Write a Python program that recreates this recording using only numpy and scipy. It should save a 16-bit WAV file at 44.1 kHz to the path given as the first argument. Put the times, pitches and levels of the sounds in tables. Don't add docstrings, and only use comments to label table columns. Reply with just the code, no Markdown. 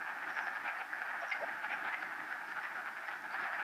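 import sys
import numpy as np
from scipy import signal
from scipy.fft import rfft, irfft
from scipy.io import wavfile
from scipy.ndimage import uniform_filter1d

SR = 44100
rng = np.random.default_rng(int(sys.argv[2]) if len(sys.argv) > 2 else 0)


def invert_db(level):
    return 10 ** (np.asarray(level, dtype=float) / 20)


def waveform_to_disk(signal):
    frames = np.transpose(np.atleast_2d(signal))
    scaled = np.clip(frames, -1, 1) * 32767
    samples = np.round(scaled).astype(np.int16)
    wavfile.write(sys.argv[1], SR, samples)


N = 160083

SPOTS = 8
ECHO_DB, NEAR_ECHO_DB, CLOSE_ECHO_DB = -5.5, -9.5, -13.0
SAC_WIDTH_HZ = 250


def coloured(points):
    hz, db = np.transpose(points)
    grid = np.fft.rfftfreq(N, 1 / SR) + 1
    gain = invert_db(np.interp(np.log(grid), np.log(hz), db, right=-90))
    x = irfft(rfft(rng.standard_normal(N)) * gain, N)
    return x / x.std()


def add(track, s, sound):
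    i = int(s * SR) + np.arange(len(sound))
    ok = (i >= 0) & (i < N)
    track[i[ok]] += sound[ok]


def highpass(x, order, hz):
    return signal.sosfilt(signal.butter(order, hz, "high", fs=SR, output="sos"), x)


def resonance(x, hz, width_hz):
    radius = np.exp(-np.pi * width_hz / SR)
    turn = 2 * np.pi * hz / SR
    b, a = [0, np.sin(turn)], [1, -2 * radius * np.cos(turn), radius * radius]
    once = signal.lfilter(b, a, x + 1e-18)
    return 4 * (1 - radius) * signal.lfilter(b, a, once)


def pulses(rate, luck):
    cycle = np.cumsum(rate) / SR + luck[0]
    cycle += 0.07 * np.interp(cycle, np.arange(32), luck[32:])
    starts = np.diff(np.floor(cycle), prepend=0) > 0
    spread_db = 2.0 * luck[np.clip(cycle, 0, 31).astype(int)]
    return starts * invert_db(spread_db)


def woods(spots, echo_db):
    t60_s, cut_hz = 0.63, 11700
    t = np.arange(int(0.3 * SR)) / SR
    tail = rng.standard_normal((len(spots), len(t))) * invert_db(-60 * t / t60_s) * (t > 0.008)
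    tail = signal.lfilter(*signal.butter(1, cut_hz, fs=SR), tail)
    tail /= np.sqrt(np.sum(tail ** 2, axis=1, keepdims=True))
    echoes = signal.fftconvolve(spots, tail, axes=1)[:, :N]
    return np.sum(spots + invert_db(echo_db) * echoes, axis=0)


# (pitch [Hz], width [Hz], level [dB])
THROAT_RESONANCES = [(825, 195, -9), (1292, 357, -9), (2092, 690, -4.5), (2870, 1270, -14.5),
                     (4260, 2800, -20)]


def quacks(rows, echo_db):
    pulses_per_s, slowest_per_s, quicken_per_s2 = 195, 95, 2500
    swell_db_per_s, die_db_per_s = 800, 1103
    sac_rise = 0.03
    out, lead = np.zeros((SPOTS, N)), 0.06
    t = np.arange(int(0.15 * SR)) / SR - lead
    all_luck = rng.standard_normal((len(rows), 64))
    for i, ((s, db, hz, hold), luck) in enumerate(zip(rows, all_luck)):
        own_rate = pulses_per_s * np.exp(0.15 * luck[31])
        rate = np.maximum(own_rate + quicken_per_s2 * np.minimum(t, 0), slowest_per_s)
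        swell_db = np.minimum(swell_db_per_s * t, 0)
        die_db = die_db_per_s * np.maximum(t - hold, 0)
        clicks = pulses(rate, luck) * invert_db(db + swell_db - die_db)
        tight = np.clip(t / hold, 0, 1)
        slack_sac = resonance(clicks * (1 - tight), hz * (1 - sac_rise), SAC_WIDTH_HZ)
        tight_sac = resonance(clicks * tight, hz * (1 + sac_rise), SAC_WIDTH_HZ)
        voice = slack_sac + tight_sac
        for k, (throat_hz, width_hz, throat_db) in enumerate(THROAT_RESONANCES):
            own_gain = invert_db(throat_db + 2.08 * luck[20 + k])
            own_hz = throat_hz * (1 + 0.067 * luck[25 + k])
            voice += (-1) ** k * own_gain * resonance(clicks, own_hz, width_hz)
        add(out[i % SPOTS], s - lead, voice)
    return highpass(woods(out, echo_db), 4, 560)


# (frequency [Hz], level [dB])
HISS_SPECTRUM = [(2060, -29), (3500, -1.5), (4150, -3.5), (5140, -3.5), (6690, -9.5), (14300, -11),
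                 (15100, -9)]


def hiss():
    return invert_db(-67) * coloured(HISS_SPECTRUM)


# (frequency [Hz], level [dB])
TRAFFIC_SPECTRUM = [(15, -61), (25, -64), (54, -20), (219, 1.5), (269, 1.5), (317, 7), (419, 0), (520, -29),
                    (680, -18), (1140, -120)]


def traffic():
    level_db, flicker_db, flickers_per_s = -65, 3, 14
    flicker = np.interp(np.arange(N) / SR * flickers_per_s, np.arange(80), rng.standard_normal(80))
    return invert_db(level_db + flicker_db * flicker) * coloured(TRAFFIC_SPECTRUM)


# (time [s], peak level [dB], pitch [Hz], width [Hz])
LEAF_TICKS = [
    (3.2215, -52, 6100, 3200),
    (3.263, -60, 9500, 1800),
    (3.308, -50, 4400, 1200),
    (1.045, -63, 9720, 1500),
    (3.308, -60, 6500, 3000),
]


def leaves():
    out = np.zeros(N)
    gap_s = 0.0011
    snaps = 1. * np.isin(np.arange(400), [0, int(gap_s * SR)])
    for s, db, hz, width_hz in LEAF_TICKS:
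        add(out, s, invert_db(db) * resonance(snaps, hz, width_hz))
    return highpass(out, 2, 250)


# (time [s], level [dB], start pitch [Hz], end pitch [Hz], length [s])
POOL_BUBBLES = [
    (1.218, -35.5, 690, 690, .024),
    (1.406, -38.5, 550, 620, .03),
    (1.424, -33, 640, 700, .025),
]


def bubbles():
    out = np.zeros(N)
    throbs_per_s, throb_depth = 120, 0.55
    for s, db, hz, end_hz, length in POOL_BUBBLES:
        u = np.arange(int(length * SR)) / (length * SR)
        throb = 1 + throb_depth * np.sin(2 * np.pi * (1 - u) * length * throbs_per_s)
        swell = u ** 0.56 * (1 - u ** 10.0)
        cycles = length * (hz * u + (end_hz - hz) * u ** 2 / 2)
        add(out, s, invert_db(db) * throb * swell * np.sin(2 * np.pi * cycles))
    return highpass(out, 2, 250)


# (time [s], level [dB])
CROWD_LEVEL = [(0.0, -39), (0.3, -40.5), (0.53, -39.5), (0.87, -42.5), (1.1, -39), (1.38, -38.5),
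               (1.6, -41), (1.9, -40), (2.2, -42), (2.32, -38), (2.42, -43), (2.55, -42.5), (2.76, -40.5),
               (2.83, -44.5), (2.98, -40.5), (3.17, -44.5), (3.42, -39), (3.63, -38)]


def crowd():
    count, sac_hz, hold_s, dull_hz = 340, 1690, 0.016, 2210
    luck = rng.standard_normal((count, 3))
    s = (np.arange(count) + luck[:, 0] / 2) * N / SR / count
    db = np.interp(s, *np.transpose(CROWD_LEVEL)) - 0.5 + 2.5 * luck[:, 1]
    hz = sac_hz * np.exp(0.05 * luck[:, 2])
    far = quacks(np.transpose([s, db, hz, 0 * s + hold_s]), ECHO_DB)
    return signal.lfilter(*signal.butter(1, dull_hz, fs=SR), far)


# (time [s], rms level [dB], start pitch [Hz], length [s], slide [Hz/s])
CALL_WHISTLES = [(0.275,-70.5,5570,0.12,2),(0.342,-69,5690,0.07,-9000),(0.406,-72,6100,0.024,-14000),(.43,-68,5320,0.053,0),(0.542,-72,4970,0.047,0),(.63,-72,4960,0.053,-6),
                 (0.772,-70.5,4500,0.022,10),(1.202,-71.5,5580,0.024,-2),(1.265,-64,6000,0.079,-14000),(1.318,-56.5,4800,0.016,-1000),(1.36,-80,5460,0.11,-3000),(1.702,-73,5430,0.059,2),
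                 (1.996,-71,4750,0.055,-6000),(2.462,-72,4870,.06,0),(2.602,-70,5150,.06,3000),(2.73,-76,5500,.05,-28),(3.053,-69,5200,0.047,0),(3.314,-64,4580,0.039,12),(3.392,-70.5,5030,0.051,5000),
                 (0.929,-74,4900,.04,0),(1.04,-74,4800,.04,2),(1.637,-74,4500,.03,0),(2.28,-74.5,5200,.06,2),(3.52,-71,4800,.05,0)]


def whistles():
    pulses_per_s, width_hz, wobble_hz = 105, 140, 90
    out = np.zeros(N)
    all_luck = rng.standard_normal((len(CALL_WHISTLES), 64))
    for (s, db, hz, length, slide), luck in zip(CALL_WHISTLES, all_luck):
        t = np.arange(int((length + 0.01) * SR)) / SR
        rate = pulses_per_s + 9000 * t * (length < 0.03)
        swell = np.sin(np.pi * np.clip(t / length, 0, 1)) ** 0.25
        clicks = pulses(rate, luck) * swell
        ringing = signal.lfilter([1], [1, -np.exp(-np.pi * width_hz / SR)], clicks)
        ringing = uniform_filter1d(ringing, size=20)
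        pitch = hz + slide * t + wobble_hz * np.interp(t * 300, np.arange(32), luck[32:])
        tone = np.sin(2 * np.pi * np.cumsum(pitch) / SR)
        add(out, s, invert_db(db + 13.0) * ringing * tone)
    return woods(out[None], NEAR_ECHO_DB)


# (time [s], peak level [dB])
LONE_CLUCKS = [
    (.904, -37),
    (0.916, -41),
    (.930, -29),
    (.935, -26),
    (0.946, -32),
]


def clucks():
    clicks = np.zeros(N)
    s, db = np.transpose(LONE_CLUCKS)
    clicks[(s * SR).astype(int)] = invert_db(db)
    near = woods(resonance(clicks, 1670, 380)[None], CLOSE_ECHO_DB)
    return highpass(near, 4, 560)


# (start [s], end [s], pulse rate [1/s], start level [dB], end level [dB], sac pitch [Hz])
CLOSE_CALL_PARTS = [
    (1.2735, 1.319, 102, -41, -29, 1650),
    (1.315, 1.341, 340, -28, -35, 2144),
]
# (pitch [Hz], width [Hz], level [dB])
HEAD_RESONANCES = [(850, 250, -13), (2800, 800, -9), (3500, 900, -20)]


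def closest_frog():
    out = np.zeros(N)
    jitter_s, spread_db = 0.0003, 2
    all_luck = rng.standard_normal((len(CLOSE_CALL_PARTS), 64))
    for (s, end_s, rate, start_db, end_db, hz), luck in zip(CLOSE_CALL_PARTS, all_luck):
        beats = np.arange(0, end_s - s, 1 / rate)
        count = len(beats)
        moments = np.abs(beats + jitter_s * luck[32:32 + count])
        glide_db = start_db + (end_db - start_db) * beats / (end_s - s)
        clicks = np.zeros(int(0.1 * SR))
        clicks[(moments * SR).astype(int)] = invert_db(glide_db + spread_db * luck[:count])
        voice = resonance(clicks, hz, SAC_WIDTH_HZ)
        for head_hz, width_hz, head_db in HEAD_RESONANCES:
            voice -= invert_db(head_db) * resonance(clicks, head_hz, width_hz)
        add(out, s, voice)
    return highpass(woods(out[None], CLOSE_ECHO_DB), 4, 560)


# (time [s], peak level [dB], sac pitch [Hz],
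# hold [s])
NEAR_QUACKS = [(0.004, -32, 1660, 0.019), (0.062, -37, 1670, 0.043), (0.295, -32.5, 1850, 0.0083),
               (0.374, -27, 1700, 0.018), (0.473, -30, 1760, 0.0058), (0.56, -29.5, 1696, 0.0077),
               (0.635, -39, 1600, 0.03), (0.696, -31.5, 1420, 0.0083), (0.8, -32.5, 1500, 0.015),
               (1.013, -29.5, 1680, 0.011), (1.059, -41, 1620, 0.041), (1.484, -32, 1860, 0.005),
               (1.539, -47, 1590, 0.0083), (1.632, -33, 1570, 0.023), (1.734, -33, 1600, 0.0091),
               (1.848, -33.5, 1520, 0.042), (2.004, -45, 1660, 0.024), (2.112, -40, 1500, 0.0091),
               (2.307, -40.5, 1770, 0.019), (2.481, -34.5, 1730, 0.04), (2.57, -30.5, 1490, 0.018),
               (2.634, -32.5, 1875, 0.027), (2.86, -34.5, 1690, 0.018), (2.973, -31.5, 1720, 0.0051),
               (3.081, -33, 1890, 0.01), (3.113, -37, 1450, 0.023), (3.338, -35, 1700, 0.015),
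               (3.393, -35.5, 1650, 0.055),
               (.665, -33, 2330, 0.022), (1.222, -35.5, 1190, 0.03), (1.703, -34, 2350, 0.028),
                    (1.932, -31.5, 2040, 0.013), (3.04, -43, 2160, 0.013), (4, -41, 1290, 0.048),
                    (3.53, -36, 1950, 0.017), (3.592, -31.5, 1610, 0.038), (2.026, -28.5, 1630, 0.005),
                    (0.27, -31, 1500, 0.0041), (3.338, -35.5, 910, 0.0067), (3.41, -35, 1650, 0.06),
                    (2.8, -54, 1300, 0.008), (2.655, -37.5, 1180, 0.019), (2.76, -35.5, 1440, 0.046),
                    (2.88, -31.5, 1370, 0.0059), (3.46, -38, 1790, 0.022), (3.23, -41.5, 1600, 0.032),
                    (0.096, -41, 1130, 0.028), (.22, -35.5, 1900, 0.021), (.385, -32, 1720, .01),
                    (.65, -35, 1550, .05), (3.345, -34, 1700, .02), (1.87, -34, 1650, .02),
                    (1.715, -37, 2150, .015), (2.117, -37, 1600, .015)]


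def near_frogs():
    return invert_db(-1.5) * quacks(NEAR_QUACKS, NEAR_ECHO_DB)


def scene():
    background = hiss() + traffic() + leaves() + bubbles()
    frogs = crowd() + whistles() + clucks() + closest_frog() + near_frogs()
    return (background + frogs)[None]


def roll_off(x):
    return signal.sosfilt(signal.butter(12, 15310, fs=SR, output="sos"), x)


def record(dry):
    fade = np.minimum(np.arange(N)[::-1] / 100, 1)
    return roll_off(dry * fade)


dry = scene()
out = record(dry)
waveform_to_disk(out)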